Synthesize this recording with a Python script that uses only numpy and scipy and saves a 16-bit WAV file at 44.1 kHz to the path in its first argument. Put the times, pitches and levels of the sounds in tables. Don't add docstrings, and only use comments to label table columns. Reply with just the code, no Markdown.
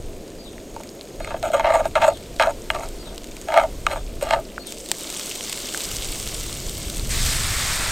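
import sys
import numpy as np
from scipy import signal
from scipy.fft import rfft, irfft, next_fast_len
from scipy.io import wavfile

SR = 44100
rng = np.random.default_rng(int(sys.argv[2]) if len(sys.argv) > 2 else 0)


def to_wav(s):
    ch = np.atleast_2d(s).T
    pcm = np.round(np.clip(ch, -1, 1) * 32767)
    wavfile.write(sys.argv[1], SR, pcm.astype(np.int16))


N = 348831


def from_db(db):
    return 10 ** (np.asarray(db) / 20)


def unit_rms(x):
    return x / np.sqrt(np.mean(x ** 2) + 1e-20)


def curves(rows, outside=None):
    seconds, *columns = np.transpose(rows)
    return [np.interp(np.arange(N) / SR, seconds, column, outside, outside) for column in columns]


def colour(x, spectrum):
    size = next_fast_len(N)
    hz, db = np.transpose(spectrum)
    log_bins = np.log(np.arange(1, size // 2 + 2) * SR / size)
    gain = from_db(np.interp(log_bins, np.log(hz), db))
    return unit_rms(irfft(rfft(x, size) * gain, size)[:N])


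def drift(rate_hz):
    step = 40
    r = np.exp(-2 * np.pi * rate_hz * step / SR)
    slow = signal.lfilter([1], [1, -2 * r, r * r], rng.standard_normal(N // step + 2002))[2000:]
    return np.interp(np.arange(N) / step, np.arange(len(slow)), unit_rms(slow))


def resonance(x, hz, width_hz):
    r = np.exp(-np.pi * width_hz / SR)
    feedback = [1, -2 * r * np.cos(2 * np.pi * hz / SR), r * r]
    return signal.lfilter(np.array([1, 0, -1]) * (1 - r * r) / 2, feedback, x + 1e-18)


def clicks(per_s, uneven_db):
    sizes = from_db(uneven_db * np.minimum(rng.exponential(1, N), 3.6)) * rng.choice([-1, 1], N)
    return unit_rms(sizes * (rng.random(N) < per_s / SR))


def lift_lows(x, db, below_hz):
    lows = signal.sosfiltfilt(signal.butter(2, below_hz, fs=SR, output="sos"), x)
    return x + (from_db(db) - 1) * lows


def sizzle(levels, spectrum, wet_db, per_s, uneven_db, hiss_db, clump_db, patchy_db, octaves):
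    bursts = clicks(per_s * from_db(clump_db * drift(25)), uneven_db)
    at = np.flatnonzero(bursts)
    log_pitch = rng.uniform(np.log2(600), np.log2(18000), N)[at]
    steam = rng.standard_normal((2, N))
    reach = octaves * from_db(rng.uniform(-10.5, 5.8, N)[at])
    edges_hz = np.geomspace(450, 19000, num=13)
    out = np.zeros(N)
    for k, (low, high) in enumerate(zip(edges_hz, edges_hz[1:])):
        drive = from_db(hiss_db + patchy_db * drift(42)) * steam[k % 2]
        octaves_off = np.log2(low * high) / 2 - log_pitch
        drive[at] += bursts[at] * np.exp(-(octaves_off / reach) ** 2)
        out += signal.sosfilt(signal.butter(2, [low, high], "band", fs=SR, output="sos"), drive)
    lows_db, = curves([(levels[0][0], wet_db[0]), (levels[-1][0], wet_db[1])])
    level_db, = curves(levels, outside=-120)
    return from_db(level_db) * lift_lows(colour(out, spectrum), lows_db, below_hz=2000)


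# time in seconds, level in dB.
OIL_LEVELS = [(0.0, -48.5), (1.3, -47.5), (2.0, -46), (2.96, -43.5), (3.21, -46), (3.45, -43),
              (4.05, -45.5), (4.66, -45.5)]
PEPPER_LEVELS = [(4.655, -57), (4.665, -37), (4.7, -36.5), (4.75, -41.5), (4.86, -40), (5.03, -33.5),
                 (5.2, -32.5), (5.4, -33.5), (5.55, -32.5), (5.82, -30), (6.0, -31), (6.3, -31.5),
                 (6.6, -34), (7.1, -34)]
WATER_LEVELS = [(7.09, -35), (7.11, -24.5), (7.17, -25), (7.27, -22.5), (7.5, -25.5), (7.6, -24),
                (7.91, -26)]
# frequency in Hz, relative level in dB.
OIL_SPECTRUM = [(470, -43), (800, -9), (852, -3), (989, -0.5), (1090, -3), (1970, -6), (2090, -4),
                (3950, -4), (6040, -6), (8460, -4.5), (10500, -14), (13800, -12.5), (15800, -23)]
PEPPER_SPECTRUM = [(470, -11), (800, -7.5), (1210, -6), (1890, -9), (2170, -1.5), (2460, -5.5),
                   (2860, -0.5), (6350, -1), (8050, 1.5), (9710, -4.5), (10600, -12.5), (13900, -8),
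                   (15800, -19)]
WATER_SPECTRUM = [(290, -45), (500, -7), (522, -6.5), (1220, -0.5), (2180, 1.5), (2710, -2.5), (3570, 0),
                  (5580, -1.5), (6180, -3), (8370, 0.5), (10900, -12.5), (13900, -11), (15800, -22)]


def frying():
    oil = sizzle(OIL_LEVELS, OIL_SPECTRUM, wet_db=(1.5, -1.5), per_s=600,
                 uneven_db=6.2, hiss_db=-6, clump_db=4, patchy_db=1, octaves=0.6)
    peppers = sizzle(PEPPER_LEVELS, PEPPER_SPECTRUM, wet_db=(1.5, 1), per_s=2500,
                     uneven_db=9, hiss_db=-9, clump_db=3, patchy_db=1.4, octaves=0.95)
    water = sizzle(WATER_LEVELS, WATER_SPECTRUM, wet_db=(-7, 5), per_s=5100,
                   uneven_db=6, hiss_db=-5, clump_db=1, patchy_db=1.2, octaves=0.85)
    return oil + peppers + water


# start in seconds, level in dB, pitch in Hz, crack in dB relative to the ring.
BUBBLES = [(0.581, -25.5, 2000, -22), (0.809, -31, 1240, -5), (0.835, -29.5, 2220, -4.5),
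           (0.8916, -21, 4900, -27), (1.0113, -16.5, 4200, -23), (2.172, -31.5, 3810, -0.5),
           (2.363, -24.5, 4360, -6), (2.8878, -19.5, 8250, -12), (3.1797, -22, 4250, -6.5),
           (3.243, -29.5, 2360, -2), (3.3672, -24, 2440, -7), (3.4147, -18, 7000, -17),
           (4.58, -11.5, 1440, -39), (4.6704, -11.5, 9580, -29), (4.7226, -11, 7400, -12),
           (4.785, -19, 7850, -18), (4.802, -17.5, 7380, -16), (4.8605, -21, 4440, -9),
           (4.8883, -16, 8160, -13), (4.9155, 2.5, 7650, -13), (4.999, -18, 6890, -19),
           (5.1018, -10, 7100, -14), (5.1653, -15, 3190, -17), (5.1961, -12.5, 5650, -10),
           (5.2294, -17, 8430, -11), (5.3137, -12.5, 2900, -21), (5.3582, -20, 8500, -6),
           (5.4088, -13, 3220, -18), (5.446, -15, 7200, -15), (5.4964, -13, 8220, -11),
           (5.5278, -13, 2920, -6.5), (5.5746, -16, 4490, -9), (5.6575, -11.5, 5600, -15),
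           (5.6904, -15, 3010, -16), (5.7463, -11, 1550, -13), (5.7745, -5.5, 7720, -18),
           (5.8057, -12.5, 3880, -7.5), (5.9148, -13, 5080, -5), (6.0232, -14, 3320, -21),
           (6.2597, -16, 5740, -18), (6.3994, -11, 7760, -26), (6.4816, -20, 6830, -18),
           (6.5665, -19, 7750, -13), (6.6947, -17, 7600, -7), (6.7794, -24, 7870, -9),
           (6.8538, -18, 7760, -13), (6.8998, -14.5, 4000, -9), (6.9697, -15, 8090, -10),
           (6.9962, -13.5, 4030, -18), (7.262, -7, 8280, -13)]
# frequency in Hz, relative level in dB.
CRACK_SPECTRUM = [(500, -13), (1500, -9.5), (3000, 2), (6200, -5), (8200, 3), (9700, -13), (10600, -15),
                  (13900, -5), (16000, -32)]


def pops():
    length, ring_cycles = 600, 12.6
    t = np.arange(length) / SR
    bright_noise = colour(rng.standard_normal(N), CRACK_SPECTRUM)[:length * len(BUBBLES)]
    thump = from_db(-26 - 60 * t / 0.019) * np.sin(2 * np.pi * 880 * t)
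    out = np.zeros(N + length)
    for (start, db, hz, crack_db), noise in zip(BUBBLES, bright_noise.reshape(-1, length)):
        swell = 1 - np.exp(-t * hz / 0.22)
        ring = swell * np.sin(2 * np.pi * hz * t) * from_db(-60 * t * hz / ring_cycles)
        crack = noise * from_db(crack_db - 60 * t / 0.015)
        out[round(start * SR):][:length] += from_db(db) * (ring + thump + crack)
    return out[:N]


# time in seconds,
# level in dB, hardness in dB per octave, zing of the sliding edge in dB above 6 kHz.
SPOON_SCRAPES = [
    [(1.2, -34, 7, 5), (1.206, -35, -1.5, 5), (1.22, -44, 6, -7), (1.296, -40.5, 2, -3),
     (1.31, -19.5, -0.5, 0), (1.334, -41, -1.5, 3.0), (1.342, -21, -5, 3.0), (1.4, -62, 8.5, -2)],
    [(1.425, -32, 5, 3.0), (1.429, -21, -5.5, 10), (1.455, -16.5, -2, 11), (1.493, -31.5, -0.5, 9),
     (1.503, -29, -10, 3.0), (1.513, -32, -8, 3.0), (1.52, -29, 4, 11)],
    [(1.522, -27, -0.5, 8), (1.544, -9.5, -3, 12), (1.59, -31, 1, 2), (1.596, -19, 0, -6),
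     (1.628, -26, -1, 1), (1.64, -22, -3, 3.0)],
    [(1.641, -15.5, -1.5, -17), (1.741, -15.5, -2.5, 11.5), (1.803, -21, -2.5, 13), (1.813, -13, -13, 8),
     (1.825, -37, -1.5, 3.0), (1.859, -23.5, -0.5, 9), (1.89, -62, 9.5, 5)],
    [(1.954, -12.5, -0.5, -2), (2.0, -27.5, 0.5, 1), (2.024, -15.5, 1.5, -8), (2.048, -12, 0.5, 0),
     (2.066, -21, -1, 12), (2.084, -13, -5, 24), (2.124, -26.5, -5, 6), (2.14, -57, -1.5, 3.0)],
    [(2.397, -15.5, 1.5, -6), (2.433, -9, 0.5, -3), (2.453, -21.5, -1.5, 3.0), (2.477, -14.5, -6.5, 12),
     (2.509, -22, -3.5, 19.5), (2.527, -52, -14, 3.0), (2.55, -45, -5, 3.0)],
    [(2.71, -31, 4.5, 5), (2.724, -35, -1.5, 3.0), (2.754, -21, 2, 0.5), (2.77, -27, -3.5, 3.0),
     (2.78, -44, 5, 3.0), (2.796, -25.5, -2, 8), (2.838, -31, 0.5, 9.5), (2.9, -54, -1.5, 3.0)],
    [(3.04, -59, -1.5, 3.0), (3.046, -47, -10, 3.0), (3.074, -41, 2.5, 3.0), (3.09, -50, -1.5, 3.0),
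     (3.118, -35, -9, 3.0), (3.15, -50, -1.5, 3.0)],
    [(3.47, -40, -7, 3.0), (3.486, -25, -1, 1), (3.504, -28, -0.5, -11), (3.584, -9, 0, -6),
     (3.634, -24, -3.5, 21), (3.638, -19, -6, 3.0), (3.686, -43, -10, 3.0), (3.69, -37, -1.5, 3.0)],
    [(3.88, -29, -7, 3.0), (3.886, -28, 0.5, 0), (3.928, -24, 1, 3.0), (3.988, -27, -5, 21),
     (3.996, -41, -6, 3.0), (4.02, -52, -1.5, 3.0)],
    [(4.21, -35.5, 6, -1), (4.228, -31.5, 5, 5), (4.252, -31, 2, -3), (4.342, -17.5, 1.5, -4),
     (4.352, -22.5, -1.5, 8), (4.388, -26, -6, 3.0), (4.42, -44, -5, 3.0)],
]
# start in seconds, level in dB, hardness in dB per octave,
# favoured pitch in Hz, its lift in dB.
SPOON_KNOCKS = [(0.764, -17, -2.5, 930, 19), (0.802, -16.5, -13, 915, 12), (1.204, -14.5, 0, 610, 8.5),
                (1.246, -23, 8, 2120, 5), (1.274, -8.5, 2, 1610, -11), (1.306, -12, 0, 1680, -1),
                (1.342, -1.5, -6.5, 627, -2), (1.428, -24.5, 9.5, 630, 18), (1.453, -10, -8, 700, 16),
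                (1.501, -18, -5, 620, 15), (1.541, -7, 2.5, 633, 2), (1.596, -6, 3.5, 904, 11),
                (1.656, 4.5, -1, 645, -15), (1.701, -11, -5, 620, 6), (1.722, 3, -3, 676, -2),
                (1.742, -3, 1.5, 615, 18), (1.855, -0.5, -26, 634, 10.5), (1.954, 6.2, 1, 660, 3.5),
                (2.02, -8.5, 4.5, 680, 0), (2.041, -21, 1.2, 676, 6), (2.08, 2, -17, 633, 12),
                (2.397, 9, 1, 596, -6), (2.425, 1.5, 4, 686, 9.5), (2.472, -6, -11, 643, 12),
                (2.702, -0.5, 3.5, 2940, 9.5), (3.485, -12.5, 4, 603, 4), (3.521, -7, 2.3, 638, 2),
                (3.541, -4, 4, 855, 6), (3.562, 3.5, -2.5, 611, -2), (3.575, 2.5, 2, 690, 12.5),
                (3.637, -9, -3, 645, 14.5), (3.866, 5.5, 1.8, 1224, 9.5), (3.914, -9.5, 3.5, 705, 3),
                (3.959, -4, -5, 594, -5), (4.21, -17, -10, 530, 8), (4.225, -11.5, -9, 530, 18.5),
                (4.308, 4.7, 2, 680, 2), (4.335, 5.5, -1.5, 636, -1)]
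# frequency in Hz, width in Hz, gain in dB.
PAN_MODES = [(560, 50.6, -3), (655.7, 42.4, 3), (753, 33, -11.5), (741, 25, -6), (905, 52, -3.5),
             (1185, 64, -6.5), (1315, 175, -10), (1650, 150, -12), (2130, 157, -14), (2593, 140, -17.5),
             (2853, 58, -19), (3233, 154, -22), (3720, 75, -24), (4070, 230, -26), (5600, 850, -37),
             (6710, 160, -29), (8170, 480, -33), (9500, 240, -37), (12040, 620, -41)]


def spoon():
    scrape_db, hardness, zing_db = np.sum([curves(rows, outside=0) for rows in SPOON_SCRAPES], axis=0)
    _, widths, gains_db = np.transpose(PAN_MODES)
    noise_rms = np.sqrt(np.sum(from_db(2 * gains_db) * np.pi * widths / SR))
    blow_peak = np.sum(from_db(gains_db) * 2 * np.pi * widths / SR)
    ridges = (scrape_db != 0) * clicks(per_s=1800, uneven_db=4)
    slips = ridges * from_db(scrape_db + 1.5 * drift(92)) / noise_rms
    starts, knock_db, knock_hardness, favoured_hz, lift_db = np.transpose(SPOON_KNOCKS)
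    chance_db = rng.normal(0, 0.34, (len(starts), len(PAN_MODES)))
    samples = np.arange(200)
    contact = rng.standard_normal((len(starts), len(samples))) * from_db(-15 - 60 * samples / SR / 0.006)
    contact[:, 0] = 1
    knock_at = (starts * SR).astype(int)[:, None] + samples
    out = np.zeros(N)
    for k, (hz, width_hz, gain_db) in enumerate(PAN_MODES):
        octave = np.log2(hz / PAN_MODES[1][0])
        edge_db = -1.54 * (1100 < hz < 3100) + zing_db * (hz > 6000)
        travel_db = 2.07 * drift(4.4)
        drive = slips * from_db(hardness * octave + edge_db + travel_db)
        favoured_db = lift_db * np.exp(-(np.log2(hz / favoured_hz) / 0.2) ** 2)
        soft_db = -2.26 * (hz / 6000) ** 2
        blow_db = knock_db + knock_hardness * octave + soft_db + favoured_db + chance_db[:, k]
        drive[knock_at] += contact / blow_peak * from_db(blow_db)[:, None]
        out += (-1) ** k * from_db(gain_db) * resonance(drive, hz, width_hz)
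    return signal.sosfilt(signal.butter(3, 500, "high", fs=SR, output="sos"), out)


# time in seconds, level in dB.
WHISTLE_LEVELS = [(0.0, -57), (0.22, -66), (0.48, -66), (0.6, -58), (0.95, -56), (1.5, -61), (3.15, -69),
                  (3.5, -53), (3.9, -66), (4.4, -62)]


def steam_whistle(hz=6640, width_hz=320):
    breath = resonance(rng.standard_normal(N), hz, width_hz)
    narrow = resonance(breath, hz, width_hz)
    level_db, = curves(WHISTLE_LEVELS, outside=-120)
    return from_db(level_db) * unit_rms(narrow)


# time in seconds, level in dB.
FLAME_LEVELS = [(0.0, -38.5), (3.9, -40), (4.32, -39), (6.6, -40), (6.87, -38.5), (7.91, -42.5)]
# frequency in Hz, relative level in dB.
FLAME_SPECTRUM = [(90, -19.5), (180, -6), (340, -1.5), (540, -5.5), (690, -9), (780, -18.5), (1500, -47)]


def burner():
    level_db, = curves(FLAME_LEVELS)
    return from_db(level_db + 0.47 * drift(23)) * colour(rng.standard_normal(N), FLAME_SPECTRUM)


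# time in seconds, level in dB, lift of the deepest rumble in dB.
GUSTS = [(0.0, -38, 11.5), (0.07, -42, 13), (0.17, -43.5, 9), (0.62, -48, 4), (0.72, -44, 4),
         (1.09, -54, -3), (1.19, -38.5, 3.5), (1.7, -41, 8.5), (1.82, -35, 4.5), (2.25, -42.5, 5),
         (2.95, -42.5, 13), (3.53, -48, 4), (3.72, -37, 9.5), (4.36, -37.5, 4.5), (4.58, -53, 10),
         (5.75, -48, 1.5), (5.93, -38.5, 5.5), (6.85, -32, 2), (7.27, -24.5, 4.5), (7.38, -26.5, 1.5),
         (7.91, -32.5, 5.5)]
# frequency in Hz, relative level in dB.
WIND_SPECTRUM = [(14, -9), (24, 0), (38, -1.3), (55, -7), (85, -6), (130, -9.5), (250, -21.5), (330, -55)]


def wind():
    level_db, depth_db = curves(GUSTS)
    gain = from_db(level_db + 0.93 * drift(10))
    rumble = colour(rng.standard_normal(N), WIND_SPECTRUM)
    return gain * lift_lows(rumble, depth_db, below_hz=55)


# start in seconds, level in dB, pitch factor.
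BIRD_CALLS = [(.37, -49, 1), (1.19, -51, 0.94), (2.05, -50, .94), (2.975, -48, 0.99), (3.88, -52, 0.94),
              (4.58, -45.5, 0.95), (5.27, -49, 1), (6.02, -51, 0.99), (6.76, -49, 0.97), (7.52, -52, 0.94)]
# seconds into the chirp, pitch in Hz, relative level in dB.
CHIRP_SHAPE = [(0, 4400, -25), (.02, 4600, -6), (.045, 4600, 0), (.055, 4300, -24), (.07, 3800, -20),
               (.085, 3950, -3), (.1, 3700, 0), (.118, 3400, -5), (.13, 3250, -30)]


def bird():
    seconds, hz, db = np.transpose(CHIRP_SHAPE)
    t = np.arange(round(seconds[-1] * SR)) / SR
    warble = 1 + np.where(t < 0.06, 0.028, 0.06) * np.sin(2 * np.pi * 230 * t)
    song = np.zeros(N)
    for start, level_db, pitch_factor in BIRD_CALLS:
        phase = 2 * np.pi * np.cumsum(pitch_factor * warble * np.interp(t, seconds, hz)) / SR
        song[round(start * SR):][:len(t)] += from_db(level_db + np.interp(t, seconds, db)) * np.sin(phase)
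    echo_t = np.arange(SR // 2) / SR
    echoes = rng.standard_normal((2, len(echo_t))) * from_db(-24 - 60 * echo_t / 0.31)
    echoes[:, 0] = from_db(8.5), -from_db(-1)
    return signal.fftconvolve(song[None], echoes, axes=1)[:, :N]


# frequency in Hz, relative level in dB.
DISTANCE_SPECTRUM = [(88, -47), (150, -10), (269, -12), (565, 5), (654, -2), (1060, -4.5), (1240, -5.5),
                     (2200, -23), (2860, -58), (4840, -120)]


def far_hum():
    gain = from_db(-66.5 + 0.4 * drift(7.7))
    return gain * np.array([colour(rng.standard_normal(N), DISTANCE_SPECTRUM) for side in "LR"])


def scene():
    centre = wind() + burner() + frying() + spoon() + pops() + steam_whistle()
    return centre + bird() + far_hum()


def record(dry):
    top_cut = signal.ellip(10, 0.5, 60, 15900, fs=SR, output="sos")
    return signal.sosfilt(top_cut, np.clip(dry, -1, 1))


dry = scene()
out = record(dry)
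to_wav(out)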